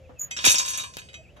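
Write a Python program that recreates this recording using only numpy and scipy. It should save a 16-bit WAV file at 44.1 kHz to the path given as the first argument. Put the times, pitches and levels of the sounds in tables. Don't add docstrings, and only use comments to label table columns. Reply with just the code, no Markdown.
import sys
import numpy as np
from scipy import signal
from scipy.fft import rfft, irfft
from scipy.io import wavfile

SR = 44100
rng = np.random.default_rng(int(sys.argv[2]) if len(sys.argv) > 2 else 0)


def waveform_to_disk(signal):
    frames = np.transpose(np.atleast_2d(signal))
    scaled = np.clip(frames, -1, 1) * 32767
    samples = np.round(scaled).astype(np.int16)
    wavfile.write(sys.argv[1], SR, samples)


N = 61739
T = np.arange(N) / SR

# (time [s], level [dB], extra below 4.5 kHz [dB], extra above 9 kHz [dB],
# resonance of the contact [Hz])
ROD_CLASHES = [(.3655, -30, -0.5, -32, 5440), (.3705, -28.5, -4, -32, 5680), (.388, -39, 11.5, -24.5, 3250),
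               (.4428, -23.5, 6.5, -11, 2490), (.451, -14, -2.5, 5.5, 2380), (.4625, -13, -6, 3, 6120),
               (.471, -23.5, -6, 9.5, 5700), (.488, -23, -7, -17, 6080), (.4965, -19, -20, 9, 5820),
               (.504, -21, 2, 9, 7270), (.516, -21, -15.5, 11, 7500), (.5428, -23, 3, 3, 2566),
               (.556, -19, -7.5, -16, 5380), (.575, -28, -5, -20, 5700), (.583, -16, -17, -2, 7200),
               (.597, -24.5, 1, 2, 1020), (.66, -33, 0, 7.5, 3900), (.685, -32, -9, 13.5, 7100),
               (.703, -36, 4, 14.5, 6000), (.734, -30.5, -5.5, -22, 6020), (.774, -35, -4, 17, 7550),
               (.781, -38, 7.5, 9, 2390), (.797, -33, 1, -9, 3850), (.837, -38.5, 4.5, 6.5, 2890),
               (.985, -42, 6, 9, 4130)]
# (time [s], level [dB], extra below 4.5 kHz [dB], extra above 9 kHz [dB])
HANDLE_CLINKS = [(.3105, -33.5, 0, -10.5), (.971, -52.5, 11.5, -21), (1.017, -62, 10.5, -1),
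                 (1.087, -55, 7.5, -8), (1.131, -52, 1, -13), (1.141, -44, 2.5, -16), (1.367, -64, 6, 6.5)]
# (time [s], level [dB])
RATTLE_LEVEL = [(.36, -46), (.39, -54), (.435, -32.5), (.46, -19), (.515, -30), (.535, -59), (.6, -37.5),
                (.64, -37), (.7, -36.5), (.76, -41), (.805, -37), (.83, -56.5), (.91, -53), (.96, -50),
                (1.04, -64), (1.2, -91.5)]
# (frequency [Hz]), (level [dB]), (decay time T60 [s])
ROD_MODE_HZ = [900, 985, 1050, 1630, 1722, 2376, 2860, 3630, 3751, 4445, 5115, 5259, 5511, 5680, 5907, 6227,
               6378, 6715, 7057, 7780, 9646]
ROD_MODE_DB = [-19.5, -15.5, -23.5, -16.5, -17.5, -11.5, -20, -20, -18.5, -13.5, -16.5, -22, -16.5, -17,
               -14, -18.5, -15.5, -31.5, -20.5, -9, -24.5]
ROD_MODE_T60_S = [.15, 0.29, 0.46, .22, 0.26, 0.13, 0.29, 0.25, 0.2, .3, .4, 0.31, 0.3, .3, 0.43, 0.35,
                  0.44, 0.69, 0.46, .4, 0.24]
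# (frequency [Hz]), (level [dB]), (decay time T60 [s])
HANDLE_MODE_HZ = [2112, 2545, 2977, 3196, 3822, 4130, 4872, 5972, 7258, 8467, 10640]
HANDLE_MODE_DB = [-3, -2, -5.5, -3.5, 0.5, -8, -6.5, 4, -3.5, -11, -28.5]
HANDLE_MODE_T60_S = [.18, 0.28, 0.18, 0.19, 0.12, 0.1, 0.46, 0.19, .42, .3, 0.98]
# (frequency [Hz], level [dB per Hz])
STEEL_SPECTRUM = [(200, -14.5), (600, -10), (1000, -5.5), (1350, -8), (2600, 0), (3250, -2), (3750, 8),
                  (4200, -5), (4600, 1.5), (6000, 4.5), (7300, 3), (8100, -16.5), (10400, -9.5),
                  (11500, -24.5), (13100, -11.5), (13900, -24), (15000, -36.5), (16000, -45.5)]
# (frequency [Hz], level [dB])
BEND_SPECTRUM = [(40, -53.5), (70, -36.5), (130, -33.5), (250, -26), (500, -22.5), (1100, -20.5),
                 (2500, -45.5)]
# (time [s], level [dB])
SQUEAK_LEVEL = [(.183, -70), (.197, -31.5), (.204, -38), (.212, -34), (.217, -25.5), (.223, -33.5),
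                (.235, -33), (.245, -32.5), (.256, -42), (.29, -63)]
# (time [s], level without the tail [dB], top frequency [Hz])
HAND_TICKS = [(0.3085, -46, 12000), (0.9691, -30, 5560)]
# (time [s], level [dB], low edge [Hz], high edge [Hz], decay time T60 [s])
FINGER_BRUSHES = [(0.091, -47, 90, 910, 0.24), (0.204, -53.5, 900, 2130, 0.94),
                  (0.84, -42, 1004, 1113, 0.21), (1.361, -53, 390, 1500, 0.7)]
# (start [s], length [s], start pitch [Hz], end pitch [Hz], level [dB])
DOVE_COOS = [(-.08, 0.258, 551.6, 494.4, -51.5), (1.06, 0.096, 510, 554, -58),
             (1.175, 0.049, 646, 641, -50), (1.335, .1, 575, 625, -54.5)]
# (start [s], length [s], start pitch [Hz], end pitch [Hz], level [dB])
BIRD_CHIRPS = [(.033, .04, 2820, 2280, -60), (.158, 0.038, 2710, 2507, -56.5),
               (1.236, 0.037, 2920, 2172, -56), (1.274, .04, 2200, 3060, -55.5)]
# (frequency [Hz], level [dB per Hz])
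AIR_SPECTRUM = [(25, -22.5), (50, -5), (80, 1.5), (130, -5), (300, -18), (600, -14), (1000, -33),
                (2800, -27.5), (4200, -39.5), (7000, -39), (8500, -52), (12800, -48.5), (14200, -65.5)]
# (frequency [Hz], phase by which left leads [rad])
STEREO_PHASE = [(0, 0), (650, -2.8), (1000, -1.5), (1400, -2.8), (2000, -3.3), (3200, -6.3), (3700, -6.5),
                (4300, -9), (5000, -9.6), (6000, -12.5), (6800, -15), (8100, -15.7), (9500, -15.7),
                (10900, -12.6), (12400, -12.6), (13600, -9.4)]
# (frequency [Hz], left minus right [dB])
STEREO_BALANCE = [(60, -17.5), (300, -3.5), (700, -6.5), (1290, -2), (2380, -2), (4400, 0), (8120, 1)]
# (frequency [Hz], phase [rad])
STEREO_SPREAD = [(200, 1), (1000, 1.92), (7000, 2.1), (8200, .2), (16000, .3)]

BOUNCES_PER_S, BOUNCE_DECAY_S, BOUNCE_SIZE = 1500, 0.0023, 0.51
CONTACT_RING_DB, CONTACT_WIDTH_HZ = 2.5, 150
RATTLES_PER_S, RATTLE_SPREAD_DB = 330, 7
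HANDLE_SHARE_DB = -13
STEEL_T60_S, STEEL_LOG_T60_SPREAD, STEEL_SPREAD_DB = 0.12, 0.19, 7
ROD_STEEL_DB, HANDLE_STEEL_DB = 2, 4
BEND_START_S, BEND_SPREAD = .458, .29
SQUEAK_HZ, SQUEAK_WOBBLE_HZ, SQUEAK_JITTER_HZ = 6770, 55, 70
SQUEAK_OCTAVE_DB, SQUEAK_FLUTTER_DB = -13, 1.2
TICK_T60_S, TICK_TAIL_DB, TICK_TAIL_T60_S = 0.006, -5.5, 0.042
BRUSH_ATTACK_S = 0.0031
BIRD_WAVER, BIRD_ECHO_DB, BIRD_ECHO_T60_S = .012, -10, .2
AIR_DB, AIR_CORRELATION, AIR_PAN_DB = -52.5, 0.67, 0
CUTOFF_HZ = 15900


def from_db(db):
    return 10 ** (np.asarray(db) / 20)


def rms_one(x):
    return x / np.sqrt(np.mean(x ** 2) + 1e-20)


def curve(points, at):
    return np.interp(at, *np.transpose(points))


def at_hz(points, hz):
    f, value = np.transpose(points)
    return np.interp(np.log(hz + 1), np.log(f + 1), value)


def filtered(x, hz, kind, order=2):
    sos = signal.butter(order, np.minimum(hz, SR / 2 - 1), kind, fs=SR, output="sos")
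    return signal.sosfilt(sos, x + 1e-18)


def drift(rate_hz):
    noise = rng.standard_normal(2 * N)
    return rms_one(filtered(noise, rate_hz, "low")[N:])


def through(x, response):
    return signal.fftconvolve(np.atleast_2d(x), response, axes=1)[:, :N]


def in_stereo(hz, wave, scatter=0):
    gain = from_db(at_hz(STEREO_BALANCE, hz) / 2)
    half = gain * np.exp(.5j * (curve(STEREO_PHASE, hz) + scatter))
    return np.array([(wave * half).real, (wave / half).real])


def contacts(rows, size=2048):
    out, t = np.zeros(N + size), T[:size]
    for s, db, low_db, high_db, *resonance in rows:
        bounces = rng.random(size) < BOUNCES_PER_S / SR
        hit = BOUNCE_SIZE * rng.standard_normal(size) * bounces * np.exp(-t / BOUNCE_DECAY_S)
        hit[0] = 1
        hit = hit / np.linalg.norm(hit)
        for hz in resonance:
            peak = signal.iirpeak(hz, hz / CONTACT_WIDTH_HZ, fs=SR)
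            hit = hit + from_db(CONTACT_RING_DB) * signal.lfilter(*peak, hit)
        low = filtered(hit, 4500, "low", order=3)
        high = filtered(hit, 4500, "high", order=3)
        middle = filtered(high, 9000, "low", order=3)
        top = filtered(high, 9000, "high", order=3)
        start = int(s * SR)
        force = from_db(low_db) * low + middle + from_db(high_db) * top
        out[start:start + size] += from_db(db) * force
    return out[:N]


def thread_rattle():
    sizes = from_db(RATTLE_SPREAD_DB * np.clip(rng.standard_normal(N), -2, 2))
    signs = rng.choice([-1, 1], N)
    clicks = rms_one(sizes * signs * (rng.random(N) < RATTLES_PER_S / SR))
    ring_samples = STEEL_T60_S * SR / np.log(1e6)
    started = T > RATTLE_LEVEL[0][0]
    return clicks * started * from_db(curve(RATTLE_LEVEL, T)) / np.sqrt(ring_samples)


def ringing(modes, scatter):
    out = np.zeros((2, N))
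    chances = rng.uniform(-0.85, 1, (len(modes), 2))
    for (hz, db, t60), (turn, skew) in zip(modes, chances):
        t = T[:int(1.2 * t60 * SR)]
        decay = np.log(1000) / t60
        wave = from_db(db) * np.exp((2j * np.pi * hz - decay) * t + 1j * np.pi * turn)
        out[:, :len(t)] += in_stereo(hz, wave, scatter * skew * at_hz(STEREO_SPREAD, hz))
    return out


def steelwork(count=360):
    places = (np.arange(count) + rng.random(count)) / count
    hz = 200 + places * (CUTOFF_HZ - 200)
    db = at_hz(STEEL_SPECTRUM, hz) + STEEL_SPREAD_DB * rng.uniform(-1.2, 1, count)
    db = db - 10 * np.log10(np.sum(from_db(db) ** 2) / 2)
    t60 = STEEL_T60_S * np.exp(STEEL_LOG_T60_SPREAD * rng.uniform(-1.13, 1, count))
    return ringing(np.transpose([hz, db, t60]), scatter=0.99)


def jack():
    steel = steelwork()
    handle_modes = np.transpose([HANDLE_MODE_HZ, HANDLE_MODE_DB, HANDLE_MODE_T60_S])
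    rod_modes = np.transpose([ROD_MODE_HZ, ROD_MODE_DB, ROD_MODE_T60_S])
    handle = ringing(handle_modes, scatter=0.72)
    rod = ringing(rod_modes, scatter=0.96)
    struck_rod = rod + from_db(ROD_STEEL_DB) * steel + from_db(HANDLE_SHARE_DB) * handle
    struck_handle = handle + from_db(HANDLE_STEEL_DB) * steel
    rod_force = contacts(ROD_CLASHES) + thread_rattle()
    return through(rod_force, struck_rod) + through(contacts(HANDLE_CLINKS), struck_handle)


def bending_wave():
    delay = np.maximum(T - BEND_START_S, 1e-6)
    hz = np.minimum((BEND_SPREAD / delay) ** 2, SR / 2)
    in_band = hz < BEND_SPECTRUM[-1][0]
    low_fade = np.minimum(hz / BEND_SPECTRUM[0][0], 1) ** 2
    gain = from_db(at_hz(BEND_SPECTRUM, hz)) * in_band * low_fade
    return in_stereo(hz, gain * np.exp(2j * np.pi * np.cumsum(hz) / SR))


def squeak():
    hz = SQUEAK_HZ + SQUEAK_WOBBLE_HZ * drift(60) + SQUEAK_JITTER_HZ * drift(500)
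    phase = 2 * np.pi * np.cumsum(hz) / SR
    sounding = (T > SQUEAK_LEVEL[0][0]) * (T < SQUEAK_LEVEL[-1][0])
    gain = from_db(curve(SQUEAK_LEVEL, T) + SQUEAK_FLUTTER_DB * drift(100)) * sounding
    octave = from_db(SQUEAK_OCTAVE_DB + 2 * drift(120)) * np.sin(2 * phase)
    opposite_sides = from_db([[-1], [1]])
    return np.sqrt(2) * gain * (np.sin(phase) + octave) * opposite_sides


def ticks():
    out = np.zeros((2, N))
    for s, db, top_hz in HAND_TICKS:
        age = np.maximum(T - s, 0)
        crack = from_db(-60 * age / TICK_T60_S)
        tail = from_db(TICK_TAIL_DB - 60 * age / TICK_TAIL_T60_S)
        noise = rms_one(filtered(rng.standard_normal((2, N)), top_hz, "low", order=1))
        out += from_db(db) * (T >= s) * (crack + tail) * noise
    return filtered(out, 76, "high")


def brushes():
    out = np.zeros((2, N))
    for s, db, low_hz, high_hz, t60 in FINGER_BRUSHES:
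        age = np.maximum(T - s, 0)
        noise = rms_one(filtered(rng.standard_normal((2, N)), [low_hz, high_hz], "band"))
        out += noise * np.minimum(age / BRUSH_ATTACK_S, 1) * from_db(db - 60 * age / t60)
    return out


def bird(notes):
    song, waver = np.zeros(N), 1 + BIRD_WAVER * drift(120)
    for s, length, start_hz, end_hz, db in notes:
        progress = np.clip((T - s) / length, 0, 1)
        hz = (start_hz + (end_hz - start_hz) * progress) * waver
        swell = np.sqrt(np.abs(np.sin(np.pi * progress)))
        song += from_db(db) * swell * np.sin(2 * np.pi * np.cumsum(hz) / SR)
    echo = rng.standard_normal((2, N)) * from_db(-60 * T / BIRD_ECHO_T60_S)
    echo = echo / np.linalg.norm(echo[0])
    return song + from_db(BIRD_ECHO_DB) * through(song, echo)


def open_air():
    gain = from_db(at_hz(AIR_SPECTRUM, np.fft.rfftfreq(N, 1 / SR)))
    mid, side = irfft(rfft(rng.standard_normal((2, N))) * gain, N)
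    signs = np.array([[1], [-1]])
    stereo = np.sqrt(1 + AIR_CORRELATION) * mid + np.sqrt(1 - AIR_CORRELATION) * side * signs
    return from_db(AIR_DB + AIR_PAN_DB * signs) * rms_one(stereo)


def scene():
    near = jack() + bending_wave() + squeak() + ticks() + brushes()
    far = bird(DOVE_COOS) + bird(BIRD_CHIRPS) + open_air()
    return near + far


def record(dry):
    sos = signal.ellip(10, .1, 80, CUTOFF_HZ, fs=SR, output="sos")
    return signal.sosfilt(sos, dry)


dry = scene()
out = record(dry)
waveform_to_disk(out)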